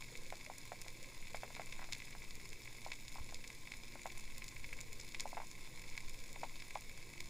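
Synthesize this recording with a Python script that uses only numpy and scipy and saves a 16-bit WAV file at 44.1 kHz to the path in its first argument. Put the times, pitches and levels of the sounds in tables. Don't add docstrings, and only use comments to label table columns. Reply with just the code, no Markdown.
import sys
import numpy as np
from scipy import signal
from scipy.fft import rfft, irfft
from scipy.io import wavfile

SR = 44100
rng = np.random.default_rng(int(sys.argv[2]) if len(sys.argv) > 2 else 0)


def unload_wav(signal):
    wavfile.write(
        sys.argv[1],
        SR,
        np.round(np.clip(np.atleast_2d(signal).T, -1, 1) * 32767).astype(np.int16),
    )


N = 321489
HZ = np.fft.rfftfreq(N, 1 / SR)
BAND_HZ = [1000, 2200, 3700, 5200, 7000, 9800, 14000]


def from_db(db):
    return 10 ** (np.asarray(db) / 20)


def unit_rms(x):
    return x / np.sqrt(np.mean(x ** 2) + 1e-20)


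def gain_at(points, hz):
    f, db = np.transpose(points)
    return from_db(np.interp(np.log(hz + 1), np.log(f + 1), db))


def envelope(curve):
    s, db = np.transpose(curve)
    return from_db(np.interp(np.arange(N) / SR, s, db - np.mean(db)))


def add(mix, s, sound):
    part = mix[max(round(s * SR), 0):][:len(sound)]
    part += sound[:len(part)]


def drift(rate_hz):
    return unit_rms(irfft(rfft(rng.standard_normal(N)) * np.exp(-(HZ / rate_hz) ** 2), N))


def minimum_phase(gain):
    log_gain = np.log(np.maximum(np.r_[gain, gain[-2:0:-1]], 1e-5))
    ring = np.fft.ifft(np.exp(signal.hilbert(log_gain).conj())).real
    return ring / np.linalg.norm(ring)


def case_ring(size=4096):
    # (frequency [Hz], width [Hz], relative level [dB])
    modes = [(930, 88, -11), (1050, 59, -6.5), (1655, 61, -11), (2034, 130, -6), (2251, 207, -1),
             (2586, 120, -5.5), (3617, 394, -8.5), (4140, 130, -8), (4553, 270, -10.5), (5162, 370, -7.5),
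             (5990, 600, -14.5), (6920, 550, -8), (7340, 290, -17), (8010, 440, -14.5), (9430, 660, -16),
             (10280, 1100, -19)]
    # (frequency [Hz], relative level [dB])
    wall = [(100, -36), (450, -17.5), (750, -17.5), (1230, -19.5), (1900, -18.5), (3000, -18.5),
            (5500, -23.5), (7600, -22), (8600, -25), (11000, -22.5), (12700, -24), (14300, -22),
            (16000, -19.5)]
    hz = np.fft.rfftfreq(size, 1 / SR)
    power = sum(from_db(db) ** 2 / (1 + ((hz - f) / (0.74 * width)) ** 2) ** 2 for f, width, db in modes)
    return minimum_phase(np.sqrt(power + gain_at(wall, hz) ** 2))


def scatter(decay_s, size=4096):
    tail = rng.standard_normal(size) * np.exp(-np.arange(size) / SR / decay_s)
    return tail / np.linalg.norm(tail)


def snap_bands(spread_s, tail_db, tail_s, evenness=0.62, size=1024):
    hz, t = np.fft.rfftfreq(size, 1 / SR), np.arange(size) / SR
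    paths = rfft(rng.standard_normal(size) * np.exp(-(t / spread_s) ** 2))
    paths /= abs(paths) ** evenness
    paths /= np.sqrt(np.mean(abs(paths) ** 2))
    paths += from_db(tail_db) * rfft(scatter(tail_s, size))
    shares = [np.interp(hz, BAND_HZ, band) for band in np.eye(len(BAND_HZ))]
    return np.roll(irfft(shares * paths, size), size // 16, axis=1)


def shrimp_bed(per_s=1700, least_db=-48, range_db=4.5, loudest_db=-28.5, colour_db=3, focus_db=2.5,
               hiss_db=-62, patches=300):
    # (time [s], relative level [dB])
    activity = [(0, -56.5), (.6, -57.5), (1.95, -57), (2.4, -57.5), (3.6, -57.5), (4.4, -57.5), (5.8, -57),
                (7.29, -57.5)]
    out, bands = from_db(hiss_db) * rng.standard_normal(N), np.arange(len(BAND_HZ))
    growth = 1 - 0.27 * np.array(BAND_HZ) / BAND_HZ[-1]
    for _ in range(patches):
        starts = np.cumsum(rng.standard_exponential(128) * SR * patches / per_s).astype(int)
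        size_db = least_db + range_db * rng.standard_exponential((len(starts), 1)) * growth
        favourite = rng.uniform(-1, len(bands), (len(starts), 1))
        colour = colour_db * rng.standard_normal((len(starts), len(bands)))
        colour -= focus_db * abs(bands - favourite)
        colour = colour - colour.mean(0) + colour.mean()
        gains = from_db(np.minimum(size_db + colour, loudest_db))[starts < N]
        snaps = gains @ snap_bands(spread_s=.0026, tail_db=-11, tail_s=.009, evenness=0)
        for start, snap in zip(starts, snaps):
            add(out, start / SR, snap)
    return out * envelope(activity)


def water_rumble(level_db=-47.5, surge_exponent=0.42, deep_hz=130):
    # (frequency [Hz], relative level [dB])
    density = [(1, -10), (6, -3.5), (10, 3), (20, -11), (35, -22.5), (60, -26.5), (75, -30), (100, -29),
               (118, -26), (155, -33.5), (205, -33), (240, -35.5), (290, -32.5), (420, -39), (520, -39),
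               (700, -48.5), (1500, -66)]
    # (time [s], relative level [dB])
    surge = [(0, -67.5), (1, -68.5), (1.3, -62), (2.1, -62.5), (2.3, -55), (2.85, -68.5), (3.2, -53),
             (3.5, -67), (4.25, -57), (4.9, -51.5), (5.5, -64), (6.1, -58), (6.9, -63.5), (7.29, -60.5)]
    spectrum = rfft(rng.standard_normal(N)) * gain_at(density, HZ)
    steady = irfft(spectrum, N)
    deep = irfft(spectrum * np.exp(-(HZ / deep_hz) ** 2), N)
    surging = steady + deep * (envelope(surge) ** surge_exponent - 1)
    return from_db(level_db) * surging / np.std(steady)


def far_engine(waver=0.0118, fade_db=3):
    # (frequency [Hz], rms level [dB])
    tones = [(87, -74.5), (116, -71), (139, -75.5), (175, -77.5), (234, -75), (352, -78)]
    wavering_t = np.cumsum(1 + waver * drift(3.73)) / SR
    return sum(from_db(db) * unit_rms(from_db(fade_db * drift(2)) * np.sin(2 * np.pi * hz * wavering_t))
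               for hz, db in tones)


def near_snap(size_db, hz, fall_db, colour_db=1.3):
    octaves = np.log2(np.maximum(BAND_HZ, BAND_HZ[1]) / hz)
    trim_db = np.array([-7, 0, 0, 0, 0, -2.5, -2.5])
    band_db = size_db - fall_db * abs(octaves) + trim_db + colour_db * rng.standard_normal(len(octaves))
    spread_s = 0.002 * np.exp(-.22 * fall_db / 6 * np.log2(hz / BAND_HZ[3]))
    return from_db(band_db) @ snap_bands(spread_s, tail_db=-14, tail_s=0.037, evenness=0.81)


def near_shrimp(lead_s=64 / SR):
    # (time [s], relative level [dB], centre frequency [Hz], fall to either side [dB/octave])
    snaps = [(.0214, -18.5, 2300, 9), (.1528, -17.5, 2100, 11), (.1744, -23.5, 6000, 7),
             (.3022, -23.5, 2500, 3.5), (.463, -21.5, 2300, 14), (.5828, -17, 11000, 9),
             (.816, -14.5, 11500, 10), (.82, -24, 3000, 2), (.882, -21.5, 2100, 2),
             (1.0288, -21.5, 8500, 6), (1.2258, -22, 2100, 13), (1.2705, -21.5, 2800, 11),
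             (1.3492, -19, 2600, 11), (1.55, -20.5, 2200, 4), (1.7246, -17.5, 2940, 7.5),
             (1.8415, -22.5, 3000, 6), (1.9243, -13, 3800, 5), (1.9317, -10, 4070, 8),
             (1.9487, -21, 2200, 10), (2.0018, -19.5, 2400, 10), (2.0203, -19, 2300, 11),
             (2.22, -23, 2100, 15), (2.3076, -21.5, 3900, 9), (2.3538, -21, 12000, 5),
             (2.4909, -22, 12000, 6), (2.53, -21.5, 2000, 4.5), (2.674, -19, 2100, 20),
             (2.848, -22, 3200, 5), (2.9177, -8.5, 2700, 12), (2.9323, -22, 2700, 5), (3.081, -21, 4000, 5),
             (3.3444, -17, 6140, 8), (3.4401, -19, 2600, 10), (3.4764, -21, 7000, 5),
             (3.5009, -17.5, 2100, 14), (3.673, -18, 2000, 12), (3.7188, -17, 2100, 6),
             (3.738, -19, 2500, 11), (4.102, -20.5, 2300, 11), (4.179, -21, 9000, 11),
             (4.1971, -21, 7500, 12), (4.381, -13, 14000, 8), (4.4203, -17.5, 2100, 14),
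             (4.442, -22.5, 13000, 2), (4.4805, -21, 6300, 8), (4.4883, -23, 6800, 9),
             (4.563, -18.5, 2010, 14), (4.6437, -16.5, 2400, 13), (4.728, -12, 2000, 14.5),
             (4.7873, -19, 2000, 12), (4.806, -22, 7500, 8), (4.8117, -13, 9000, 11),
             (4.9304, -19.5, 13000, 5.5), (4.9998, -18.5, 5500, 11), (5.012, -21, 5500, 13),
             (5.1462, -13, 2200, 8), (5.15, -20.5, 2300, 8), (5.1977, -12, 4400, 7.5),
             (5.2027, -16.5, 2200, 8), (5.2059, -9, 6600, 10), (5.5136, -20.5, 7500, 9),
             (5.9769, -14, 2300, 6), (6.0953, -19, 12500, 7), (6.3294, -21, 13000, 6),
             (6.439, -19, 2100, 11), (6.6002, -25, 4000, 6), (6.622, -16.5, 2400, 11),
             (6.7068, -21, 2300, 11), (6.753, -14, 2600, 14), (6.809, -20, 11500, 10),
             (7.205, -16, 5000, 4.5)]
    out = np.zeros(N)
    for s, size_db, hz, fall_db in snaps:
        add(out, s - lead_s, near_snap(size_db, hz, fall_db))
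    return out


def neighbour_shrimp(per_s, size_db, hz, fall_db, scatter_octaves, scatter_db=0.5):
    out = np.zeros(N)
    count = int(per_s * N / SR) + 1
    for k, (place, size, pitch) in enumerate(rng.uniform(-1, 1, (count, 3))):
        snap = near_snap(size_db + scatter_db * size, hz * 2 ** (scatter_octaves * pitch), fall_db)
        add(out, (k + (1 + place) / 2) / per_s, snap)
    return out


def soft_blips(rise_s=.004):
    # (time [s], peak level [dB], frequency [Hz])
    blips = [(.124, -56, 483), (.157, -57, 475), (.19, -56, 485), (.222, -57, 480), (.266, -55, 525),
             (.475, -56, 600), (1.025, -59, 517), (1.075, -57, 530)]
    out, t = np.zeros(N), np.arange(SR // 20) / SR
    swell = t / rise_s * np.exp(1 - t / rise_s)
    for s, db, hz in blips:
        add(out, s - rise_s, from_db(db) * swell * np.sin(2 * np.pi * hz * t))
    return out


def snap_flurries(per_s=500):
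    # (time [s], duration [s], relative level [dB])
    flurries = [(.165, .025, -54), (.435, .03, -55), (.775, .02, -55), (1.562, .012, -52), (2.17, .02, -56),
                (4.778, .018, -53), (6.705, .02, -55)]
    # (frequency [Hz], gain [dB])
    dulling = [(1000, -4), (2200, 0), (4000, 0), (7000, -6), (14000, -9)]
    out = np.zeros(N)
    for s, length_s, db in flurries:
        gains = from_db(db) * np.sqrt(SR / per_s) * gain_at(dulling, np.array(BAND_HZ))
        for place in rng.random(round(per_s * length_s)):
            add(out, s + place * length_s, gains @ snap_bands(spread_s=.0018, tail_db=-8, tail_s=.008))
    return out


def knocks(edge_db=8, rise_s=0.00063, fall_s=0.0016, wreck_db=-17, wreck_s=0.003044, surface_db=-15,
           surface_s=0.014, tail_db=-7.5, case_db=-13, low_cut_hz=400, size=1024):
    # (time [s], body level [dB], frequency [Hz], hardness of the edge [dB])
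    pulses = [(0.3254, -35.5, 680, 0.5), (0.5001, -36.5, 825, -7), (0.7199, -34.5, 685, 0.5),
              (0.8642, -47.5, 756, 1), (1.3465, -34.5, 716, 2), (1.434, -35.5, 715, 3),
              (1.505, -48, 750, 7), (1.5665, -46.5, 840, 8), (1.597, -35, 700, 1), (1.618, -50, 740, 9),
              (1.7937, -46.5, 860, 10), (1.8183, -49.5, 880, 12), (1.8274, -51, 895, 14),
              (1.844, -53, 810, 14), (1.89, -48.5, 700, 5), (2.1512, -48.5, 830, 10),
              (2.8645, -35, 776, -18), (3.1574, -41, 940, -7), (3.1843, -45.5, 940, 3),
              (3.325, -44, 724, 1), (3.9561, -42.5, 746, 1.5), (4.0577, -32.5, 780, -3),
              (5.2566, -32.5, 784, -18), (5.331, -36, 830, -19), (5.3708, -35, 830, -1),
              (5.3767, -35, 830, -1), (5.4018, -38.5, 850, 0), (5.418, -44, 880, 2),
              (5.4339, -46.5, 860, -4), (6.362, -45, 800, -10), (6.4335, -30.5, 815, -5),
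              (6.7572, -28.5, 856, -20)]
    # (frequency [Hz], relative level [dB])
    ripple = [(380, -16), (560, -12), (1020, -1.5), (1220, -4), (1380, -2), (1650, -2.5), (1820, -4.5),
              (2050, 0), (2550, -6), (3000, -16), (3600, -18), (5000, -28), (9000, -39)]
    # (frequency [Hz], width [Hz])
    hollow = (1228, 97)
    out, rattle, t = np.zeros(N), np.zeros(N), (np.arange(size) - size // 8) / SR
    edge = minimum_phase(gain_at(ripple, np.fft.rfftfreq(size, 1 / SR)))
    edge = np.roll(edge, size // 8 - 4)
    swell = np.exp(-(t / np.where(t < 0, rise_s, fall_s)) ** 2)
    for s, db, hz, hard_db in pulses:
        body = swell * np.cos(2 * np.pi * hz * t)
        knock = from_db(db) * (body + from_db(hard_db + edge_db) * edge)
        start = s + t[0]
        add(out, start, knock)
        add(out, start + wreck_s, from_db(wreck_db) * knock)
        add(out, start + surface_s * rng.uniform(.94, 1.2), -from_db(surface_db) * knock)
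        add(out, start + wreck_s, from_db(tail_db) * signal.fftconvolve(knock, scatter(decay_s=0.01)))
        add(rattle, start, signal.fftconvolve(knock, scatter(decay_s=0.0091)))
    out += from_db(case_db) * signal.oaconvolve(rattle, case_ring())[:N]
    out = signal.lfilter(*signal.iirnotch(hollow[0], hollow[0] / hollow[1], fs=SR), out)
    return signal.sosfiltfilt(signal.butter(4, low_cut_hz, "high", fs=SR, output="sos"), out)


def far_murmurs(per_s=200, pitch_spread=.13, decay_s=0.005):
    # (start [s], end [s], rms level [dB], centre frequency [Hz])
    murmurs = [(0.753, 1.101, -73, 537), (1.302, 1.652, -70.5, 460), (2.197, 2.595, -72, 416),
               (3.2, 3.55, -73, 472), (4.652, 5.049, -71.5, 470), (5.151, 5.453, -72, 484),
               (5.679, 5.903, -76.5, 488), (6.047, 6.497, -71.5, 478), (6.847, 7.1, -72, 468)]
    out, t = np.zeros(N), np.arange(SR // 20) / SR
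    swell = t * np.exp(-t / decay_s)
    for start, end, db, hz in murmurs:
        murmur = np.zeros(round((end - start) * SR) + len(t))
        for place, size, pitch in rng.random((int(per_s * (end - start)), 3)):
            blip_hz = hz * (1 + pitch_spread * (2 * pitch - 1))
            add(murmur, place * (end - start), size * swell * np.sin(2 * np.pi * blip_hz * t))
        add(out, start, from_db(db) * unit_rms(murmur))
    return out


def case_bumps():
    # (time [s], peak level [dB], frequency [Hz])
    bumps = [(3.212, -40, 66), (4.216, -51, 70)]
    out, t = np.zeros(N), np.arange(-SR // 20, SR // 20) / SR
    for s, db, hz in bumps:
        phase = 2 * np.pi * hz * t
        add(out, s + t[0], from_db(db) * np.cos(phase) * np.exp(-abs(phase) / 2))
    return out


def scene(side_db=-19, side_hz=110):
    pops = neighbour_shrimp(per_s=2.5, size_db=-24, hz=2150, fall_db=13, scatter_octaves=0.22)
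    ticks = neighbour_shrimp(per_s=3, size_db=-26.5, hz=9500, fall_db=9.5, scatter_octaves=0.93)
    crackle = signal.oaconvolve(near_shrimp() + pops + ticks + shrimp_bed(), case_ring())[:N]
    middle = crackle + knocks() + water_rumble() + far_murmurs() + soft_blips()
    middle += far_engine() + case_bumps()
    low_pass = signal.butter(1, side_hz, fs=SR, output="sos")
    side = from_db(side_db) * signal.sosfilt(low_pass, water_rumble())
    return np.array([middle + side, middle - side])


def record(dry, cutoff_hz=15400):
    low_pass = signal.firwin(161, cutoff_hz, window=("kaiser", 8), fs=SR)
    return signal.oaconvolve(dry, low_pass[None], "same", axes=1)


dry = scene()
out = record(dry)
unload_wav(out)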